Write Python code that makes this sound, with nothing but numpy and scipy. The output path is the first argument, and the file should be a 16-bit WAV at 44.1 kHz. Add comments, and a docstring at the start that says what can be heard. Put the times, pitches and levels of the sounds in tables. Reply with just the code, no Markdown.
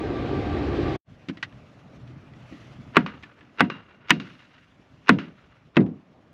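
"""A building site in an open field. A compressor (coloured noise, fuzzy lines, throbbing tone) roars
close by and is cut off. After a short near-silence the field fades in: low wind, far wash, hum and
rustling clothes, all shaped noise. Light knocks follow (noise taps, frame modes), before and among five
hard blows on a timber frame (noise cracks, ringing modes), each thrown back by a wall some 16 m away
and by the far tree line."""
import sys
import numpy as np
from scipy import signal
from scipy.io import wavfile
from scipy.ndimage import uniform_filter1d

SR = 44100
rng = np.random.default_rng(int(sys.argv[2]) if len(sys.argv) > 2 else 0)


def put_to_file(sound):
    """Save the sound as 16-bit audio at rate SR, in the file named by the first command-line argument."""
    columns = np.atleast_2d(sound).T  # one column per channel
    safe = np.clip(columns, -1, 1)
    whole_steps = np.round(safe * 32767)
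    wavfile.write(sys.argv[1], SR, whole_steps.astype(np.int16))


N = 279153


def amp(db):
    """dB to amplitude factor."""
    return 10 ** (np.asarray(db) / 20)


def evened(x):
    """Scale to unit RMS."""
    return x / np.sqrt(np.mean(x ** 2) + 1e-20)


def read(points, hz):
    """Interpolate a (f, value) curve on a log frequency axis."""
    f, value = np.transpose(points)
    return np.interp(np.log(hz + 1), np.log(f + 1), value)


def curves(rows):
    """Interpolate each column of a (t, ...) table to sample rate."""
    s, *columns = np.transpose(rows)
    return [np.interp(np.arange(N) / SR, s, c) for c in columns]


def add(mix, s, sound):
    """Mix a sound in from time s, cut at the end of the mix."""
    part = mix[round(s * SR):][:len(sound)]
    part += sound[:len(part)]


def lumps(count, size, depth_db):
    """Gain that wanders at random, holding for about size samples."""
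    wander = rng.standard_normal(count)
    for _ in range(2):
        wander = uniform_filter1d(wander, size=size)
    return amp(depth_db * evened(wander))


def noise(shape, patchy_db, flicker_db):
    """Unit-RMS noise: random short-time spectra, drifting patches, a flicker shared by all bins."""
    frames, hz = N // 256 + 5, np.fft.rfftfreq(1024, 1 / SR)
    real, imag, patches = rng.standard_normal((frames, 513, 3)).T
    patches = uniform_filter1d(patches, size=8, axis=0)  # across bins
    patches = evened(uniform_filter1d(patches, size=10, axis=1))  # across frames
    flicker = evened(uniform_filter1d(rng.standard_normal(frames), size=4))
    gain_db = read(shape, hz)[:, None] + patchy_db * patches + flicker_db * flicker
    spectra = (real + 1j * imag) * amp(gain_db)
    return evened(signal.istft(spectra, nperseg=1024, noverlap=768)[1][:N])


def whistle(hz, width_hz):
    """Fuzzy line: noise through a narrow double-pole resonance, shifted to hz, unit RMS."""
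    r = np.exp(-np.pi * width_hz / SR)
    white = rng.standard_normal(N) + 1j * rng.standard_normal(N)
    slow = signal.lfilter([1], [1, -2 * r, r * r], white)
    return evened((slow * np.exp(2j * np.pi * hz * np.arange(N) / SR)).real)


def causal(db):
    """Minimum-phase impulse response with the given dB on 2049 bins, faded out."""
    mirrored = np.r_[db, db[-2:0:-1]]
    log_gain = np.log(amp(np.maximum(mirrored, -100)))
    response = np.fft.ifft(np.exp(np.conj(signal.hilbert(log_gain)))).real
    return response[:2048] * np.hanning(4096)[2048:]


def ring(modes, t, pitch, spread_db, rise_s, tilt_db=0):
    """Modes of a struck body, peak 1; each blow lands elsewhere, so mode strengths vary."""
    hz, db, t60 = np.transpose(modes)[:, :, None]
    db = db + spread_db * rng.standard_normal(db.shape) + tilt_db * np.log2(hz)
    partials = amp(db - 60 * t / t60) * np.sin(2 * np.pi * hz * pitch * t)
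    wave = partials.sum(0) * (1 - np.exp(-t / rise_s))
    return wave / abs(wave).max()


def burst(t, t60, colour, rise_s):
    """Dying puff of noise through a colour, peak 4 ms RMS = 1."""
    puff = rng.standard_normal(len(t)) * amp(-60 * t / t60) * (1 - np.exp(-t / rise_s))
    wave = signal.oaconvolve(puff, colour)[:len(t)]
    return wave / np.sqrt(uniform_filter1d(wave ** 2, size=176).max())


def microphone_noise(level_db=-101):
    """Steady white noise floor."""
    return amp(level_db) * rng.standard_normal(N)


# breeze and cloth: t/s, breeze level/dB, rustle level/dB
FIELD_LEVELS = [(1.06, -54.5, -66), (1.2, -51.5, -64), (1.33, -50, -63), (1.7, -50.5, -62),
                (2.05, -47.5, -63.5), (2.35, -49.5, -61), (2.57, -48.5, -55), (2.9, -47.5, -61.5),
                (3.2, -55, -64), (3.8, -58, -68), (4.05, -57, -72.5), (4.3, -58.5, -59.5),
                (4.55, -60.5, -66.5), (4.75, -57.5, -66), (5.3, -57.5, -65), (5.7, -59, -71),
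                (6.33, -55, -70)]
# spectra of low wind, far wash, cloth rustle: f/Hz, relative density/dB
WIND_SPECTRUM = [(15, -58), (25, -19.5), (91, -1.5), (118, 2.5), (194, -5), (253, -1.5), (317, -15.5),
                 (454, -25), (600, -29.5), (780, -52), (1320, -120)]
WASH_SPECTRUM = [(180, -25), (300, 1), (503, -4.5), (613, 0), (897, -8.5), (1150, -7), (1670, -17),
                 (2000, -22.5), (2600, -47.5), (4400, -120)]
RUSTLE_SPECTRUM = [(710, -33.5), (1200, -2), (2560, -4), (2770, -4.5), (4850, -16.5), (5680, -16.5),
                   (7150, -24), (8990, -37), (10500, -31), (13000, -43.5)]
RETURN_S, RETURN_RISE_S = 1.041, 0.051
STILL_DB = -57  # calm breeze, reference for wash and hum
WASH_DB, WASH_DB_PER_DB = -63, 0.75  # level in calm air, gain per dB of breeze
HUM_DB, HUM_DB_PER_DB = -71.5, 2
HUM_HZ, HUM_POLE_WIDTH_HZ, HUM_WAVER_DB = 121, 12, 4.0


def field():
    """Lumpy wind, far wash and hum carried by the breeze, grainy cloth rustle; all fade in."""
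    breeze_db, rustle_db = curves(FIELD_LEVELS)
    rise_db = breeze_db - STILL_DB
    wind = amp(breeze_db) * noise(WIND_SPECTRUM, patchy_db=2.8, flicker_db=1.5)
    wash = amp(WASH_DB + WASH_DB_PER_DB * rise_db) * noise(WASH_SPECTRUM, patchy_db=1.5, flicker_db=1.2)
    rustle = amp(rustle_db) * noise(RUSTLE_SPECTRUM, patchy_db=1.6, flicker_db=1.3)
    hum = whistle(HUM_HZ, HUM_POLE_WIDTH_HZ) * lumps(N, size=3000, depth_db=HUM_WAVER_DB)
    hum = amp(HUM_DB + HUM_DB_PER_DB * rise_db) * hum
    fade_in = np.clip((np.arange(N) / SR - RETURN_S) / RETURN_RISE_S, 0, 1) ** 2
    return (wind + wash + rustle + hum) * fade_in


# spectra of rumble and air hiss: f/Hz, relative density/dB
RUMBLE_SPECTRUM = [(15, -46), (25, -39.5), (69, 4.5), (144, -2.5), (172, -10.5), (312, 2.5), (546, -10.5),
                   (687, -13), (1030, -20.5), (1180, -16.5), (1400, -24), (1570, -26.5), (2500, -30),
                   (3250, -54.5), (5500, -120)]
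HISS_SPECTRUM = [(880, -22), (1500, -8), (1590, -4.5), (1690, -5), (2370, -5), (4080, -11), (7420, -33.5),
                 (8940, -46), (10100, -40.5), (14000, -76.5)]
# motor lines: f/Hz, pole width/Hz, level re rumble noise/dB
MOTOR_LINES = [(72, 11, -10), (141.4, 4.2, -12.5), (717, 14, -20.5), (792, 21, -19), (1570, 27, -26)]
CUT_S, CUT_T60_S = 0.96, 0.022
RUMBLE_DB, RUMBLE_CLIMB_DB_PER_S = -28.5, 2.5  # level at t = 0; the load grows
HISS_DB, HISS_CLIMB_DB_PER_S = -47.5, 4
PIP_HZ, PIP_DB, PIP_DIP_DB = 1172, -41, -15.5  # RMS level at throb crest, change in the dip
PIP_FIRST_S, PIP_EVERY_S = 0.18, 0.176


def compressor():
    """Rumble with fuzzy motor lines, air hiss and a throbbing thin tone, cut off sharply."""
    t = np.arange(N) / SR
    running = np.minimum(t, CUT_S)
    rumble = noise(RUMBLE_SPECTRUM, patchy_db=1.0, flicker_db=0.83)
    rumble = rumble + sum(amp(db) * whistle(hz, width) for hz, width, db in MOTOR_LINES)
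    roar = amp(RUMBLE_DB + RUMBLE_CLIMB_DB_PER_S * running) * rumble
    hiss = noise(HISS_SPECTRUM, patchy_db=1.16, flicker_db=0.56)
    hiss = amp(HISS_DB + HISS_CLIMB_DB_PER_S * running) * hiss
    throb = abs(np.sin(np.pi * (t - PIP_FIRST_S) / PIP_EVERY_S))
    pip = amp(PIP_DB + PIP_DIP_DB * throb) * np.sqrt(2) * np.sin(2 * np.pi * PIP_HZ * t)
    after = np.maximum(t - CUT_S, 0)
    dying = amp(-60 * after / CUT_T60_S) + amp(-44.5 - 60 * after / 0.09)  # fast drop, faint tail
    return (roar + hiss + pip) * dying


# low modes of the timber frame: f/Hz before pitch factor, level before tilt/dB, t60/s
THUD_MODES = [(103.8, -21.5, 0.079), (181.3, -1.5, 0.15), (209.9, 3, 0.12), (266.8, 5, 0.077),
              (307.6, 0, 0.1), (450, -11.5, 0.024)]


def frame_thud(t, pitch, spread_db, rise_s, tilt_db):
    """Slow low modes of the frame, peak 1; tilt in dB per octave."""
    return ring(THUD_MODES, t, pitch, spread_db, rise_s, tilt_db)


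# light knocks of tool and wood: t/s, tap level/dB, colour f/Hz, t60/s, thud level/dB
KNOCK_EVENTS = [(1.2852, -36.5, 2230, 0.061, -27), (1.2962, -37.5, 1730, 0.042, -21),
                (1.3709, -44, 1960, 0.056, -38), (1.4266, -25, 1920, 0.058, -42),
                (1.524, -54, 1790, 0.038, -58), (2.0752, -56.5, 2470, 0.043, -60),
                (2.1004, -69, 1940, 0.035, -40), (2.335, -53, 2010, 0.024, -58),
                (2.5242, -52, 1950, 0.035, -31.5), (3.226, -50, 2300, 0.018, -55),
                (3.2333, -41, 1800, 0.042, -44.5), (3.3876, -58, 1880, 0.026, -58),
                (3.4078, -52, 1770, 0.032, -56), (3.4269, -63, 1930, 0.022, -47.5),
                (4.58, -55, 1960, 0.031, -62)]


def knocks():
    """Short noise tap coloured around one frequency, plus a small thud of the frame."""
    out, t, hz = np.zeros(N), np.arange(SR // 4) / SR, np.fft.rfftfreq(4096, 1 / SR)
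    for s, tap_db, colour_hz, t60_s, thud_db in KNOCK_EVENTS:
        octaves = np.log2((hz + 20) / colour_hz)
        hump_db = -4.0 * abs(octaves) - 5.7 * octaves ** 2
        peak_db = 7.7 * np.exp(-(octaves / 0.061) ** 2)
        colour = causal(hump_db + peak_db - (hz / 3500) ** 2)
        add(out, s, amp(tap_db) * burst(t, t60_s, colour, rise_s=0.00073))
        add(out, s, amp(thud_db) * frame_thud(t, 1.0, spread_db=0.98, rise_s=0.0024, tilt_db=9.8))
    return out


CRACK_T60_S, TREBLE_T60_S, TREBLE_HZ = 0.035, 0.014, 3470  # treble dies first


def crack(t, hz, octaves, colour_db, edge_db):
    """Noise burst split into body and faster-dying treble, plus a very short bright edge."""
    low = 1 / (1 + ((hz + 1) / TREBLE_HZ) ** 4)
    body = causal(colour_db + 20 * np.log10(low))
    treble = causal(colour_db + 20 * np.log10(1 - low))
    edge = causal(-10 * np.log10(1 + (6000 / (hz + 1)) ** 6) - 24.8 * octaves)
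    treble_gain = np.linalg.norm(treble) / np.linalg.norm(body)
    sound = burst(t, CRACK_T60_S, body, rise_s=0.00014)
    sound = sound + treble_gain * burst(t, TREBLE_T60_S, treble, rise_s=0.0002)
    return sound + amp(edge_db) * burst(t, 0.004, edge, rise_s=0.0001)


# hammer-head resonances: f/Hz, width/Hz, level/dB
STEEL_MODES = [(1430, 140, -8), (2800, 120, 0), (3850, 160, -10)]


def steel_response(hz):
    """Sum of the hammer head's resonance peaks."""
    return sum(amp(db) / (1 + (2 * (hz - f) / width) ** 2) for f, width, db in STEEL_MODES)


WALL_S = 0.094  # echo delay
# steel singing on, direct and off the wall: delay/s, level before blow's crack and ring/dB, t60/s
SINGING_PATHS = [(0, -59.5, 0.18), (WALL_S, -53.5, .28)]


def steel_singing(out, s, t, hz, level_db):
    """Long narrow-band tail of the steel, direct and again off the wall."""
    skirt_db = -8.0 * abs(np.log2((hz + 50) / 2800))
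    colour = causal(26 * np.log10(steel_response(hz)) + skirt_db)
    for delay, db, t60_s in SINGING_PATHS:
        add(out, s + delay, amp(level_db + db) * burst(t, t60_s, colour, rise_s=0.0027))


# far reflectors: delay/s, level before blow's far level/dB, rise/s, t60/s
FAR_REFLECTORS = [(.13, -2.5, 0.026, 0.34), (.27, -9, 0.037, 0.36), (.39, -10.5, .03, .5)]
ECHO_TILT_DB_PER_OCTAVE = -1.3


def echoes(out, s, t, octaves, ringing_db, wall_level_db, far_level_db):
    """Wall echo, sharp with a longer tail; then slow, lumpy, duller returns from far off."""
    ringing = causal(ringing_db)
    wall = burst(t, 0.021, ringing, rise_s=0.00075) + 0.5 * burst(t, 0.21, ringing, rise_s=0.00083)
    add(out, s + WALL_S, amp(wall_level_db) * wall)
    dull = causal(ringing_db + ECHO_TILT_DB_PER_OCTAVE * np.minimum(octaves, 2))
    for delay, db, rise_s, t60_s in FAR_REFLECTORS:
        echo = burst(t, t60_s, dull, rise_s) * lumps(len(t), size=300, depth_db=2.5)
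        add(out, s + delay, amp(far_level_db + db) * echo)


AHEAD_S, AHEAD_DB, AHEAD_STEP_DB = 0.0107, -8.5, -12.5
AHEAD_DB_PER_DB = 0.46  # per dB of wall echo re crack


def ticks_ahead(out, s, t, ringing, crack_db, wall_db):
    """Four faint ticks before the crack in even steps, weaker the earlier."""
    for step in range(1, 5):
        tick_db = crack_db + AHEAD_DB + AHEAD_DB_PER_DB * wall_db + AHEAD_STEP_DB * (step - 1)
        add(out, s - step * AHEAD_S, amp(tick_db) * burst(t, 0.06, ringing, rise_s=0.0008))


# blows: t/s, crack level/dB, crack tilt/dB per octave, thud level/dB, thud pitch factor,
# thud tilt/dB per octave, boom t60/s, then re crack: bright edge/dB, timber/dB,
# steel ring/dB (gain of the resonances in the tail colour), wall echo/dB, far echoes/dB
BLOW_EVENTS = [(2.9677, -4.5, -0.45, -14.5, 0.96, 3, 0.34, -35, -9.5, -6, -23.5, -41),
               (3.6058, -5, 0.1, -14.5, 0.94, 12.5, 0.38, -43.5, -6, 7.5, -21.5, -39.5),
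               (4.1053, -5, 5, -16, 1, -1.3, 0.49, -15.5, -18.5, 5.5, -30.5, -40),
               (5.092, -5, 2, -9.5, 1, 1.5, 0.37, -22.5, -9, -1.5, -27.5, -44),
               (5.7679, -15.5, 1.2, -6, 1.053, 2.1, 0.32, -49.5, .4, -10, -36.5, -53)]
# crack spectrum: f/Hz, level before tilt/dB
CRACK_SPECTRUM = [(240, -18), (400, -0.5), (730, -8), (962, -2.5), (1380, 0.5), (2690, -6.5), (3090, -10.5),
                  (3770, -15), (4440, -21), (5220, -25.5), (6710, -36), (8000, -54), (10400, -57),
                  (17600, -120)]
# ringing timber: f/Hz before pitch factor, level/dB, t60/s
TIMBER_MODES = [(530.5, -4, 0.09), (720, -2.5, 0.18), (750, -8, 0.079), (963.6, 2.5, 0.11),
                (1115, -7.5, 0.049), (1265, -1.5, .08), (1600, 3, 0.021), (1660, -4, 0.11),
                (1944, 0.5, 0.097), (2075, 0, 0.093), (2610, -7.5, 0.063), (3770, -11.5, .05)]
# deck under the frame: f/Hz, relative level/dB
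BOOM_SPECTRUM = [(50, -60), (90, -10), (160, 0), (250, 0.5), (350, -8), (600, -22.5), (1200, -41),
                 (3000, -100)]
REBOUND_S, REBOUND_DB, REBOUND_DB_PER_DB = 0.033, -28, 0.98  # re crack; gain per dB of timber


def blows():
    """Crack with ground bounce, ringing timber, slow thud and boom, rebound, steel, echoes, ticks."""
    out, t, hz = np.zeros(N), np.arange(SR * 3 // 4) / SR, np.fft.rfftfreq(4096, 1 / SR)
    octaves, boom = np.log2((hz + 50) / 1500), causal(read(BOOM_SPECTRUM, hz))
    for (s, crack_db, tilt_db, thud_db, pitch, thud_tilt_db, boom_t60_s,
         edge_db, timber_db, steel_db, wall_db, far_db) in BLOW_EVENTS:
        colour_db = read(CRACK_SPECTRUM, hz) + tilt_db * octaves
        # the hammer head sings on in the tail
        ringing_db = colour_db + 20 * np.log10(1 + amp(steel_db) * steel_response(hz))
        ringing = causal(ringing_db)
        blow = crack(t, hz, octaves, colour_db, edge_db)
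        add(out, s, amp(crack_db) * blow)
        add(out, s + 0.0027, amp(crack_db - 17.0) * blow)  # ground bounce
        add(out, s, amp(crack_db - 26.5) * burst(t, 0.2, ringing, rise_s=0.00039))
        timber = ring(TIMBER_MODES, t, pitch=0.99, spread_db=1.4, rise_s=0.0002)
        add(out, s, amp(crack_db + timber_db) * timber)
        thud = frame_thud(t, pitch, spread_db=0.91, rise_s=0.016, tilt_db=thud_tilt_db)
        add(out, s, amp(thud_db) * thud)
        add(out, s, amp(thud_db - 6.5) * burst(t, boom_t60_s, boom, rise_s=0.0046))
        rebound_db = crack_db + REBOUND_DB + REBOUND_DB_PER_DB * timber_db
        add(out, s + REBOUND_S, amp(rebound_db) * burst(t, 0.082, ringing, rise_s=0.0037))
        steel_singing(out, s, t, hz, crack_db + 2 * steel_db)
        echoes(out, s, t, octaves, ringing_db, crack_db + wall_db, crack_db + far_db)
        ticks_ahead(out, s, t, ringing, crack_db, wall_db)
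    return out


def scene():
    """Sum of all sources, one channel."""
    return (microphone_noise() + field() + compressor() + knocks() + blows())[None]


EDGE_HZ = 16300


def record(dry):
    """Input clips at +-0.9; the microphone drops the deep bass; then the band limit."""
    clipped = np.clip(dry, -0.9, 0.9)
    thinned = signal.sosfilt(signal.butter(2, 48, "high", fs=SR, output="sos"), clipped)
    band_limit = signal.firwin(511, EDGE_HZ, window=("kaiser", 9), fs=SR)
    return signal.oaconvolve(thinned, band_limit[None], "same")


dry = scene()
out = record(dry)
put_to_file(out)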